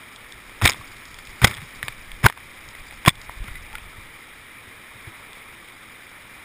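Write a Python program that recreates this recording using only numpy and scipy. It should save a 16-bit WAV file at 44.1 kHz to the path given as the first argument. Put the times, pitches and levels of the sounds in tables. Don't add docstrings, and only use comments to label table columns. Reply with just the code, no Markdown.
import sys
import numpy as np
from scipy import signal
from scipy.fft import rfft, irfft
from scipy.io import wavfile
from scipy.ndimage import uniform_filter1d

SR = 44100
rng = np.random.default_rng(int(sys.argv[2]) if len(sys.argv) > 2 else 0)


def generate_wav(signal):
    frames = np.transpose(np.atleast_2d(signal))
    scaled = np.clip(frames, -1, 1) * 32767
    pcm = np.round(scaled).astype(np.int16)
    wavfile.write(sys.argv[1], SR, pcm)


def voltage_ratio(level):
    return 10 ** (np.asarray(level, float) / 20)


N = 284004

# (centre [Hz], width [Hz], detuning [Hz])
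HOUSING = [
    (2067, 640, 327),
    (1247, 1450, 400),
    (3503, 750, 255),
    (5150, 890, 250),
]
# (crest time [s], shell knock level [dB], strap tremble level [dB])
SPLASHES = [
    (.657, -19, -42),
    (1.447, -21, -29),
    (2.261, -15.5, -46),
    (3.078, -12, -40),
]


def evened(x):
    return x / np.sqrt(np.mean(x ** 2) + 1e-20)


def track(rows):
    s, *columns = np.transpose(rows)
    return [np.interp(np.arange(N) / SR, s, c) for c in columns]


def add(mix, s, sound):
    part = mix[..., round(s * SR):][..., :sound.shape[-1]]
    part += sound[..., :part.shape[-1]]


def band(x, lo_hz, hi_hz):
    return signal.sosfilt(signal.butter(2, [lo_hz, hi_hz], "band", fs=SR, output="sos"), x)


def ring(x, hz, width_hz):
    r = np.exp(-np.pi * width_hz / SR)
    poles = [1, -2 * r * np.cos(2 * np.pi * hz / SR), r * r]
    kick = signal.lfilter([1, 0, -1], np.convolve(poles, poles), np.eye(1, 2000)[0])
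    return signal.oaconvolve(x, kick / np.linalg.norm(kick))[:len(x)]


def distant_wash(patchy_db=1.0, flicker_db=0.38):
    frames = N // 128 + 5
    a, b, patches = rng.standard_normal((frames, 257, 3)).T
    patches = uniform_filter1d(uniform_filter1d(patches, size=6, axis=0), size=12, axis=1)
    flicker = evened(uniform_filter1d(rng.standard_normal(frames), size=3))
    level_db = patchy_db * np.clip(evened(patches), -3, 1.6) + flicker_db * np.clip(flicker, -2, 1.5)
    return signal.istft((a + 1j * b) * voltage_ratio(level_db), nperseg=512, noverlap=384)[1][:N]


def river_bubbles(bubbles_per_s=3500., bubble_db=4.0):
    size = voltage_ratio(bubble_db * np.minimum(rng.exponential(1, N), 2.2)) * (rng.random(N) < bubbles_per_s / SR)
    kind, out = rng.integers(0, 30, N), np.zeros(N)
    for k, hz in enumerate(np.geomspace(400, 5700, 30)):
        turns = np.arange(0, 9, hz / SR)
        pop = np.sin(2 * np.pi * turns * (1 + 0.016 * turns)) * turns * np.exp(-turns / 1.75)
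        out += signal.oaconvolve(size * (kind == k), pop * hz / np.linalg.norm(pop) / np.sqrt(hz))[:N]
    return out


def river(bubble_share=0.29, gusty_db=1.9):
    # (frequency [Hz], level per Hz [dB])
    roar_curve = [(120, -8), (250, -4), (700, -11.5), (1310, -4), (1480, -8), (1950, -1.5), (2380, 0.5),
                  (2640, -11), (3750, -9), (4250, -19.5), (4900, -13.5), (5500, -15), (5900, -24),
                  (6400, -84)]
    # (time [s], level [dB])
    roar_rows = [(0.0, -45), (0.41, -46), (0.72, -44), (1.16, -46), (1.52, -43.5), (2.1, -45.5),
                 (3.19, -45), (3.55, -44.5), (4.36, -46), (5.33, -44.5), (5.74, -46), (6.44, -45.5)]
    # (time [s], level [dB])
    spray_rows = [(0.0, -60.5), (0.5, -59.5), (1.27, -56), (1.7, -56.5), (2.0, -59), (2.71, -59),
                  (3.48, -59), (4.34, -61.5), (6.44, -61)]
    white = np.sqrt(1 - bubble_share) * evened(distant_wash())
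    white += np.sqrt(bubble_share) * evened(river_bubbles()) * np.sqrt(5300 / (SR / 2))
    hz = np.fft.rfftfreq(N, 1 / SR)
    curve_hz, curve_db = np.transpose(roar_curve)
    heard = rfft(white) * voltage_ratio(np.interp(np.log(hz + 1), np.log(curve_hz), curve_db))
    top = 1 / (1 + (4100 / (hz + 1)) ** 30)
    (roar_db,), (spray_db,) = track(roar_rows), track(spray_rows)
    gusts = evened(band(rng.standard_normal(N), 6, 35))
    spray_db += gusty_db * gusts * np.clip((spray_db + 62.5) / 3, 0, 1.5)
    roar = voltage_ratio(roar_db + 1.5) * evened(irfft(heard * (1 - top), N))
    return roar + voltage_ratio(spray_db) * evened(irfft(heard * top, N))


def sway(lumpy_db=2.0, strap_db=-60, strap_follows=.4, strap_t60_s=0.43):
    # (time [s], level [dB])
    sway_rows = [(0.0, -68), (0.3, -57), (0.55, -53), (0.7, -53), (1.11, -53), (1.45, -49), (1.7, -54),
                 (2.2, -44), (2.35, -57.5), (2.94, -50), (3.1, -48), (3.35, -50.5), (3.52, -44),
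                 (3.7, -46.5), (4.05, -50), (4.23, -65), (4.5, -59), (5.0, -62), (6.44, -63)]
    (deep_db,), t = track(sway_rows), np.arange(N) / SR
    deep, shake, lumps = rng.standard_normal((N, 3)).T
    lumps = voltage_ratio(lumpy_db * evened(band(lumps, 5.26, 9.7)))
    strap = voltage_ratio(strap_db + strap_follows * (deep_db - deep_db.mean()))
    for s, _, db in SPLASHES:
        strap = strap + voltage_ratio(db - 60 * abs(t - s) / strap_t60_s) * (t > s)
    return lumps * (voltage_ratio(deep_db + 1.0) * evened(band(deep, 5.3, 46)) + strap * evened(band(shake, 70.5, 127)))


def bubbles():
    # (time [s], level [dB], first pitch [Hz], last pitch [Hz], t60 [s])
    bubble_rows = [(.811, -35, 1120, 1200, .06), (1.846, -44, 5000, 5300, .09),
                   (1.8835, -33, 4400, 5800, .03), (2.373, -30, 1100, 1300, .022),
                   (2.881, -41, 4800, 4900, .05), (3.0625, -10, 3350, 3700, .028),
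                   (3.1005, -15, 3400, 3500, .022), (3.291, -34, 1880, 1900, .06),
                   (3.474, -33, 2050, 2100, .07), (3.553, -30, 2000, 2100, .1), (3.737, -33, 860, 900, .06),
                   (3.752, -23, 1400, 1520, .028)]
    out = np.zeros(N)
    for s, db, first_hz, last_hz, t60 in bubble_rows:
        t = np.arange(0, t60, 1 / SR)
        turns = np.cumsum(np.linspace(first_hz, last_hz, len(t))) / SR
        add(out, s, voltage_ratio(db - 60 * t / t60) * (1 - np.exp(-t / 0.00072)) * np.sin(2 * np.pi * turns))
    return out


def jolts(shove_turns=0.37, bump_growth_s=0.0056, bump_t60_s=0.052, knock_growth_s=0.0031):
    # (crest time [s], level [dB], swing [Hz], t60 [s], direction [+-1])
    shoves = [(.6266, -19, 104, .04, 1), (.6362, -13, 104, .04, 1), (.6458, -12, 104, .075, 1),
              (.6595, -11, 95, .045, 1), (1.4242, -16.5, 118, .09, 1), (1.44, -10, 100, .02, 1),
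              (1.4452, -4.5, 105, .065, -1), (2.2438, -8.5, 125, .075, -1), (2.2558, -7.5, 100, .02, 1),
              (2.2615, -5.5, 112, .03, -1), (3.0782, -3.5, 150, .012, -1), (3.0815, -2.5, 135, .024, 1)]
    # (crest time [s], level [dB], swing [Hz])
    bumps = [(.655, -16, 40), (.69, -25, 90), (.8, -35, 89.5), (1.447, -17, 200), (1.48, -16, 105),
             (1.51, -29, 105), (1.628, -32, 154), (1.841, -31.5, 115), (1.893, -36, 117), (3.375, -31, 45),
             (3.408, -23, 38), (3.423, -23, 42), (3.445, -36.5, 197), (3.487, -32.5, 96),
             (3.518, -26.5, 34.8), (3.567, -36, 60), (3.826, -34, 50), (3.987, -33, 73.5), (4.68, -42, 96),
             (4.96, -39, 106), (5.078, -30.5, 103), (5.085, -41.5, 332)]
    # (frequency [Hz], level [dB], t60 [s])
    shell = [(200, -0.5, .04), (305, -2, 0.029), (383, -10, 0.045), (706, 2, 0.017), (1040, 3.5, 0.029)]
    rows = [(s, db, hz, shove_turns / hz, t60, way) for s, db, hz, t60, way in shoves]
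    for k, (s, db, hz) in enumerate(bumps):
        rows.append((s, db, hz, bump_growth_s, bump_t60_s, (-1) ** (k + 1)))
    for s, db, _ in SPLASHES:
        rows += [(s, db + mode_db, hz, knock_growth_s, t60, 1) for hz, mode_db, t60 in shell]
    out = np.zeros(N)
    for s, db, hz, growth, t60, way in rows:
        t = np.arange(-3 * growth, t60, 1 / SR)
        swell = np.where(t < 0, np.exp(-(t / growth) ** 2), voltage_ratio(-60 * t / t60))
        add(out, s + t[0], way * voltage_ratio(db) * swell * np.cos(2 * np.pi * hz * t))
    return out


def sheets(spatter_db=1.0, thud_db=-10.5):
    # (start [s], end [s], first level [dB], last level [dB])
    sheet_rows = [(0.619, 0.655, -24.5, -21.5), (0.645, .712, -26, -27), (0.717, 0.89, -37.5, -56),
                  (1.421, 1.44, -24, -19.5), (1.445, 1.464, 2, -33), (1.469, 1.489, -13, -30),
                  (1.492, 1.626, -24, -63), (2.23, 2.254, -31.5, -16), (2.257, 2.266, -12, -9),
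                  (2.274, 2.306, -29, -31), (3.058, 3.07, -29, -23), (3.069, 3.11, -19.5, -33),
                  (1.826, 1.887, -42.5, -46), (3.44, 3.49, -57, -39), (5.066, 5.115, -44, -52)]
    wall_db = [-4.5, -7, -12.5, -16.5]
    flow = np.zeros(N)
    for start, end, first_db, last_db in sheet_rows:
        add(flow, start, voltage_ratio(np.linspace(first_db, last_db, round((end - start) * SR))))
    spatter = voltage_ratio(spatter_db * evened(band(rng.standard_normal(N), 46, 400)))
    *noise, low = rng.standard_normal((N, len(HOUSING) + 1)).T
    out = voltage_ratio(thud_db) * flow * evened(band(low, 101, 395))
    for db, n, (hz, width_hz, _) in zip(wall_db, noise, HOUSING):
        out += voltage_ratio(db) * ring(flow * spatter * n, hz, width_hz)
    return out


def drops(lag_s=.0006, rise_s=0.00036, ragged_db=1.5, tick_db=-11.5, drop_t60_s=0.015, longer_per_db=0.0046,
          away_db=-11, scatter_db=2.5):
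    # (time [s], level [dB], landing place [0 wide wall .. 3 small wall])
    slaps = [(.614, -16.5, -0.5), (.619, -13.5, 0.46), (.6414, -21, 2.5), (.6524, -11, 1.5),
             (.6568, -2, 1.13), (.6589, -11, -0.1), (.6664, -5.5, 1), (.672, -14, 1.6), (.6753, -1, 1.7),
             (.6897, -10, 0.8), (.6952, -9.5, 3.5), (.6956, -14, 0.5), (1.416, -14.5, 0.4), (1.443, -2, 2),
             (1.4457, -2, 1.7), (1.4544, -19, 1), (1.4604, -15, 0), (1.4708, -11.5, 1.5), (1.478, -8, 0.94),
             (2.2415, -11.5, 0.4), (2.2489, -9.5, 0.2), (2.2628, 8.5, -0.05), (2.2844, -18, 1.5),
             (2.2981, -13, 0.5), (3.0604, -8.5, 1), (3.0743, -11.5, 1), (3.0781, 0, .5), (3.0819, -4, 1.5),
             (3.0909, -7, 1.45), (3.1009, -22, 1.3)]
    # (time [s], level [dB], landing place [0 wide
    small_drops = [(0.7036, -18, 5), (.718, -24, 1.6), (.7253, -27.5, 1.8), (0.7333, -29, 2.2), (.7436, -29, 0.4),
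                   (1.4976, -22, 0.6), (1.511, -16.5, 1.3), (1.52, -25, -1.5), (1.5754, -32, 0.5),
                   (1.582, -36, 0.5), (2.2764, -23, -2), (1.4745, -14.5, 3), (.6545, -12.5, 5.5),
                   (1.5328, -26, 1.1), (1.5397, -25.5, 2), (1.548, -29, 2.2), (1.568, -29.5, 1.5),
                   (1.617, -28, 0.9), (1.6274, -33.5, 1), (2.324, -27, 1.2), (2.374, -24, 0.26),
                   (3.05, -20.5, 0.5), (3.1542, -37, 1.8), (3.2148, -35, 2.5), (2.549, -40, 0), (2.8554, -42, 0),
                   (2.9398, -41, 3), (3.03, -42, 3),
                   (.1604, -34, 1.7), (.3217, -33, 2.26), (.4944, -34, 0.56), (.9675, -36, 1.5),
              (1.0536, -36, 2.6), (1.1424, -35, 2.3), (1.1865, -28, 1.2), (1.2518, -39, 2.6),
              (1.2712, -31.5, 1.7), (1.8281, -16.5, 0.95), (1.8815, -14.5, 1.07), (1.9225, -31, 0.82),
              (2.1162, -32, 1.4), (2.5726, -39, 1), (2.6873, -34, 2.7), (2.7501, -30.5, 0.63),
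              (2.9088, -35, 0.91), (2.9238, -32, 0.45), (3.2944, -28.5, 0.17), (3.4404, -30.5, .4),
              (3.4813, -30, .3), (3.5546, -33, 1.2), (3.7287, -30, 0.83), (3.753, -26.5, 1.35),
              (3.782, -29, 0.7), (5.09, -36, .3), (5.3307, -37, 2.25), (1.8337, -33, 1.4),
              (5.6858, -34, 0.83)]
    rows = slaps + small_drops
    out, chance = np.zeros(N), rng.uniform(-1, 1, (len(rows), 4, len(HOUSING)))
    ragged = voltage_ratio(ragged_db * evened(band(band(rng.standard_normal(N), 124, 510), 124, 510)))
    grit = evened(band(band(rng.standard_normal(N), 800, 3800), 800, 3800))
    hz, _, spread_hz = np.transpose(HOUSING)
    walls = np.argsort(np.argsort(hz))
    for (s, db, place), (scatter, *luck) in zip(rows, chance):
        t60 = drop_t60_s * max(1 + longer_per_db * (db + 18.5), .2)
        t = np.arange(0, t60, 1 / SR)
        shape = voltage_ratio(db - 3.5 - 60 * t / t60) * (1 - np.exp(-(t / rise_s) ** 2))
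        trio_hz = hz + spread_hz * np.array(luck)
        trios = np.sin(2 * np.pi * trio_hz[..., None] * t).sum(0)
        away = abs(walls - place)
        modes = voltage_ratio(away_db * (away - away.min()) + scatter_db * scatter) @ trios
        here = slice(round(s * SR), round(s * SR) + len(t))
        add(out, s + lag_s, shape * (modes * ragged[here] + 2 * voltage_ratio(tick_db) * grit[here]))
    return out


def scene():
    return np.tile(river() + sway() + bubbles() + jolts() + sheets() + drops(), (2, 1))


def band_limit(x):
    return signal.sosfilt(signal.butter(12, 15750, fs=SR, output="sos"), x)


def record(dry, knee_db=-14.0, squeeze=0.61, recover_db_per_s=96.0, edge_hz=15300, headroom=3.1,
           unlike_db=-28.5):
    power_db = 10 * np.log10(abs(uniform_filter1d(dry[0] ** 2, size=500, origin=249)) + 1e-12)
    fall_db = np.arange(N) * recover_db_per_s / SR
    over_db = np.maximum(np.maximum.accumulate(power_db + fall_db) - fall_db - knee_db, 0)
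    ducked = dry / voltage_ratio(squeeze * uniform_filter1d(over_db, size=900, origin=449))
    slow = signal.resample_poly(ducked, 40, 147, axis=1)
    steps = np.repeat(headroom * np.tanh(slow / headroom), 4, axis=1)
    held = signal.resample_poly(steps, 147, 160, axis=1)[:, :N]
    unlike = evened(band(rng.standard_normal(N), 7.6, 400))
    held[1] *= 1 + voltage_ratio(unlike_db) * unlike * np.clip(over_db / 10, 0, 1)
    edge = signal.firwin(401, edge_hz, window=("kaiser", 9), fs=SR)
    return band_limit(signal.oaconvolve(np.clip(held, -1, 1), edge[None], "same"))


dry = scene()
out = record(dry)
generate_wav(out)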